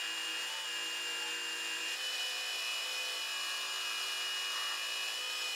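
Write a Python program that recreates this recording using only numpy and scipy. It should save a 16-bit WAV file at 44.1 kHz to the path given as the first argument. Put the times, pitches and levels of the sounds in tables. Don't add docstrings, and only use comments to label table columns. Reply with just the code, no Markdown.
import sys
import numpy as np
from scipy import signal
from scipy.fft import rfft, irfft
from scipy.io import wavfile
from scipy.ndimage import uniform_filter1d

SR = 44100
rng = np.random.default_rng(int(sys.argv[2]) if len(sys.argv) > 2 else 0)


def dump_mix(stems):
    frames = np.atleast_2d(stems).T
    limited = np.clip(frames, -1, 1)
    pcm = np.round(limited * 32767).astype(np.int16)
    wavfile.write(sys.argv[1], SR, pcm)


N = 245151
T = np.arange(N) / SR
GEAR_TEETH, PINION_TEETH, FAN_BLADES = 46, 7, 8


def undb(db):
    return 10 ** (np.asarray(db) / 20)


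def unit(x):
    return x / np.sqrt(np.mean(x ** 2))


def ramp(start, length):
    return np.clip((T - start) / length, 0, 1)


def swell(start, end, edge):
    return ramp(start - edge, edge) - ramp(end, edge)


def drift(rate_hz):
    f = np.arange(N // 2 + 1) * SR / N
    return unit(irfft(rfft(rng.standard_normal(N)) / (1 + (f / rate_hz) ** 4), N))


def shape(x, gain_at):
    return irfft(rfft(x) * gain_at(np.arange(1, N // 2 + 2) * SR / N), N)


def ring(x, hz, width):
    return unit(shape(x, lambda f: (1 + 1j * (f / hz - hz / f) * hz / (1.3 * width)) ** -2))


def workshop_rumble(db=-104, corner_hz=110):
    lows = shape(rng.standard_normal(N), lambda f: np.minimum(f / 40, 1) / (1 + (f / corner_hz) ** 2))
    return undb(db) * unit(lows)


def bench_comb(f):
    # delay in ms, level in dB.
    echoes = [(3.1, -32), (5.3, -29.5), (8.9, -15)]
    return 1 + sum(undb(db) * np.exp(-2j * np.pi * f * ms / 1000) for ms, db in echoes)


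def housing(f, cut):
    # frequency in Hz, level in dB in the first cut and in the second.
    colour = [(30, -121, -118), (100, -118, -117), (180, -110, -111), (315, -94.5, -99),
              (516, -87.5, -85.5), (1090, -81, -81), (1750, -81, -78), (2170, -85, -87), (2500, -78.5, -77),
              (3240, -79, -77.5), (4100, -84, -78.5), (5180, -81, -77), (6040, -88.5, -83),
              (7110, -81, -82), (7840, -96, -91.5), (8470, -88, -86.5), (10970, -94, -89.5),
              (12400, -99, -94), (17000, -101, -101)]
    # centre and width in Hz, gain in dB in the first and second cut.
    bumps = [(3080, 63, 4, -3.5), (3314, 180, 1.5, 2), (4170, 440, 1.5, 2), (4566, 246, -0.5, -7),
             (4670, 42, 6, 6), (6480, 160, -2, -10)]
    hz, *colour_db = np.transpose(colour)
    bumps_db = sum(db[cut] * np.exp(-(2 * (f - centre) / width) ** 2) for centre, width, *db in bumps)
    return undb(np.interp(np.log(f), np.log(hz), colour_db[cut]) + bumps_db)


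def knocks(strokes, slop_ms, scatter_db, per_stroke, memory_strokes=36, max_strokes=320):
    place = np.arange(max_strokes)[:, None] + (np.arange(per_stroke) + rng.random(per_stroke)) / per_stroke
    late, force, contact = rng.standard_normal((3, max_strokes, per_stroke))
    hit_s = np.interp(place, strokes, T, right=-1) + late * slop_ms / 1000
    at = np.rint(hit_s * SR).astype(int)
    pattern = uniform_filter1d(contact, memory_strokes, axis=0, mode="wrap")
    size = pattern * undb(scatter_db * force)
    inside = (at > 0) & (at < N)
    return unit(np.bincount(at[inside], size[inside], N))


def rattle_and_hiss(strokes, low_hz=700, high_hz=3400):
    def knock_share(f):
        return .8 / (1 + (f / high_hz) ** 2) / (1 + (low_hz / f) ** 2)
    plunger = knocks(strokes, slop_ms=.025, scatter_db=2.5, per_stroke=90)
    rattle = shape(plunger, lambda f: np.sqrt(knock_share(f)))
    puffs_db = -0.05 * np.cos(2 * np.pi * 2 * strokes) + .5 * drift(56) + 0.54 * drift(5.1)
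    air = shape(rng.standard_normal(N) * undb(puffs_db), lambda f: np.sqrt(1 - knock_share(f)))
    return shape(rattle + air, bench_comb) * np.sqrt(SR / 2)


def tooth_rasp(strokes, ring_db):
    # centre in Hz, width in Hz, trim in dB.
    modes = [(1213, 340, -1), (1705, 293, -0.5)]
    teeth = knocks(strokes, slop_ms=0.073, scatter_db=4.5, per_stroke=30) + .5 * rng.standard_normal(N)
    upstroke_db = -np.cos(2 * np.pi * strokes)
    teeth = teeth * undb(upstroke_db)
    return sum(ring(teeth, hz, width) * undb(db + trim) for (hz, width, trim), db in zip(modes, ring_db))


def tooth_catches():
    # start and end in seconds, change of the low ring and of the high ring in dB.
    catches = [(0, 0.052, -3, 6), (1.3, 1.418, -6, 1), (1.998, 2.16, 6, 5.5), (2.557, 2.75, 2, -4),
               (3.85, 3.91, 4.5, 1), (4.541, 4.731, 4, 4), (5.3, 5.4, -4, 4.5)]
    return sum(np.outer(change_db, swell(start, end, 0.027)) for start, end, *change_db in catches)


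def gear_whine(strokes, bite, mesh_db, tones, waver_db=1.88):
    # start and end in seconds, harmonic number, level it moves to in dB.
    singing = [(0, .46, 36, -55), (0, .46, 46, -52), (.52, .63, 16, -58), (.75, 1, 19, -60),
               (1.05, 1.3, 16, -58), (1.05, 1.45, 9, -57), (1.1, 1.45, 26, -57), (2.2, 2.5, 13, -59),
               (2.62, 2.8, 46, -48.5), (2.86, 3.15, 9, -57), (4.55, 4.74, 21, -53), (4.55, 4.74, 33, -53),
               (4.75, 5.05, 20, -53), (4.78, 5.08, 46, -45.5), (5.2, 5.5, 9, -59), (5.2, 5.48, 22, -53)]
    whine = 0
    for multiple, biting_db, free_db in tones:
        harmonic = round(multiple)
        db = free_db + bite * (biting_db - free_db)
        for start, end, singer, sung_db in singing:
            if singer == harmonic:
                db = db + (sung_db - db) * swell(start, end, 0.036)
        if abs(harmonic - GEAR_TEETH) < 4:
            db = db + mesh_db
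        slip = 0.22 * np.sqrt(harmonic / GEAR_TEETH) * drift(25)
        gain = undb(db + waver_db * drift(8.9))
        whine = whine + gain * np.sin(2 * np.pi * (harmonic * strokes + rng.random()) + slip)
    return np.sqrt(2) * whine


def gear_shrill(strokes, rough_rad=0.26, lag_rad=0.38):
    turn = 2 * np.pi * 2 * strokes
    mesh = np.sin(2 * np.pi * 3 * GEAR_TEETH * strokes - lag_rad * np.sin(turn) + rough_rad * drift(40))
    pressure = 1 + np.cos(turn + rough_rad * drift(13))
    return unit(mesh * pressure)


def fan_whistle(strokes, sag_hz, flutter_db=0.51, rough_rad=0.091):
    # start and end in seconds, lift in dB.
    swells = [(2.075, 2.256, 4.5), (4.2, 4.72, 1.5)]
    # time in seconds, depth from 0 to 1.
    stutters = [(.494, 0.4), (1.571, 0.4), (1.791, 0.7), (1.97, 0.7), (2.125, 0.6), (2.175, .75),
                (3.286, 0.61), (3.681, 0.83), (4.769, 0.91), (5.392, 0.46)]
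    lift_db = sum(db * swell(start, end, 0.039) for start, end, db in swells)
    level_db = -43.5 + 0.0169 * sag_hz + lift_db
    dips = np.prod([1 - depth * np.exp(-((T - at) / .014) ** 2) for at, depth in stutters], axis=0)
    passes = strokes * GEAR_TEETH / PINION_TEETH * FAN_BLADES
    tone = np.sin(2 * np.pi * passes + rough_rad * drift(60))
    flutter = undb(flutter_db * drift(15))
    return unit(tone * flutter) * undb(level_db) * dips


def motor(free_fan_hz, pushes, wobble=.0008):
    sag_hz = sum(hz * (1 - np.exp(-np.maximum(T - start, 0) / bite_s)) * (1 - ramp(end, let_go_s))
                 for start, end, hz, bite_s, let_go_s in pushes)
    stroke_hz = (free_fan_hz - sag_hz) / FAN_BLADES * PINION_TEETH / GEAR_TEETH
    strokes = np.cumsum(stroke_hz * (1 + wobble * drift(12))) / SR
    return strokes, sag_hz


def jigsaw(strokes, sag_hz, mix, tones, cut, touch_hz, bite_hz, labour_hz, whine_db):
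    bite = np.clip((sag_hz - touch_hz) / (bite_hz - touch_hz), 0, 1)
    strain = np.clip(sag_hz / labour_hz, 0, 1) ** 1.9
    db = {layer: free + strain * (labouring - free) for layer, (free, labouring) in mix.items()}
    ring_db = np.array([db["low_ring"], db["high_ring"]]) + tooth_catches() + 0.26 * drift(11)
    mesh_db = db["gear"] + 0.7 * drift(2.8)
    shrill_db = db["shrill"] + 5 * ramp(5.3, .08)
    whine = gear_whine(strokes, bite, mesh_db, tones) * undb(whine_db)
    shrill = gear_shrill(strokes) * undb(shrill_db)
    clatter = shape(rattle_and_hiss(strokes), lambda f: housing(f, cut)) * undb(db["hiss"])
    return whine + shrill + clatter + tooth_rasp(strokes, ring_db)


def scene(join_s=1.96, fade_out_s=0.057, fade_in_s=0.49):
    # start and end in
    # seconds, sag of the fan tone in Hz, bite time and let-go time in seconds.
    pushes = [(-.11, 0.474, 106.6, 0.053, 0.046), (0.621, 2, 117, .04, .05), (1.001, 2, 16.7, 0.041, 0.048),
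              (2.148, 2.352, 30.3, .1, 0.069), (2.51, 2.8, 55.4, 0.082, 0.058),
              (2.89, 3.041, 12.4, 0.044, 0.075), (3.139, 5.017, 68, .1, 0.29),
              (3.301, 4.76, 19.9, .3, 0.038), (5.309, 5.599, 37.5, 0.26, .1)]
    # multiple of the stroke rate (played at the nearest
    # whole number), level in dB with the blade biting, level in dB running free.
    first_tones = [(1, -104, -104), (2, -93, -100), (3, -79, -81), (4, -80, -98), (6, -61, -80),
                   (7, -65, -86), (9, -62, -66), (10, -80, -62), (16, -71, -64), (19, -69, -68),
                   (26, -61, -62), (29, -62, -81), (30, -61, -77), (31, -53, -72), (32, -64, -70),
                   (33, -62, -63), (34, -62, -68), (36, -58, -71), (44, -58, -55), (45, -64, -70),
                   (46, -54, -58), (48, -54, -68), (128, -68, -70)]
    second_tones = [(1, -97, -99), (2, -92, -92.5), (3, -99, -92), (4, -87, -86.5), (5, -75.5, -76.5),
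                    (6, -72, -70.5), (7, -67, -68.5), (8, -79, -68.5), (9, -66, -60.5), (10, -70, -70),
                    (12, -69.5, -70), (13, -64, -67), (16, -68, -64.5), (20, -62.5, -65), (21, -59.5, -84),
                    (22, -65.5, -82), (23, -68, -83), (30, -55, -67), (32, -75, -63), (33, -61.5, -75),
                    (36, -65, -61), (43, -62, -64), (44, -47.5, -50), (45, -68, -66), (46, -48, -60),
                    (48, -54, -66), (86.6, -63, -78), (91.6, -60.5, -54), (94.2, -55.5, -60),
                    (122.3, -63, -61.5), (127.8, -56.5, -64)]
    # gain in dB running free, gain in dB labouring.
    first_mix = dict(gear=(1, 1), low_ring=(-58, -64.5), high_ring=(-52.5, -50.5), hiss=(0.6, -0.5),
                 shrill=(-63, -54))
    second_mix = dict(gear=(4, -3.5), low_ring=(-61, -51), high_ring=(-54.5, -55), hiss=(-1.2, -1),
                  shrill=(-61.5, -68))
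    first_run = motor(free_fan_hz=2940, pushes=[push for push in pushes if push[0] < join_s])
    second_run = motor(free_fan_hz=2977, pushes=[push for push in pushes if push[0] >= join_s])
    first = jigsaw(*first_run, first_mix, first_tones, cut=0,
                   touch_hz=55.7, bite_hz=114, labour_hz=129, whine_db=-0.35)
    second = jigsaw(*second_run, second_mix, second_tones, cut=1,
                    touch_hz=28, bite_hz=63.6, labour_hz=88.6, whine_db=-0.45)
    fade_out = 1 - ramp(join_s - fade_out_s / 2, fade_out_s)
    fade_in = ramp(join_s + fade_out_s - fade_in_s, fade_in_s) ** 2
    first = (first + fan_whistle(*first_run)) * fade_out
    second = (second + fan_whistle(*second_run) * fade_in) * fade_in
    return np.tile(first + second + workshop_rumble(), (2, 1))


def record(dry, top_hz=15700):
    return signal.sosfilt(signal.ellip(10, .2, 80, top_hz, fs=SR, output="sos"), dry)


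dry = scene()
out = record(dry)
dump_mix(out)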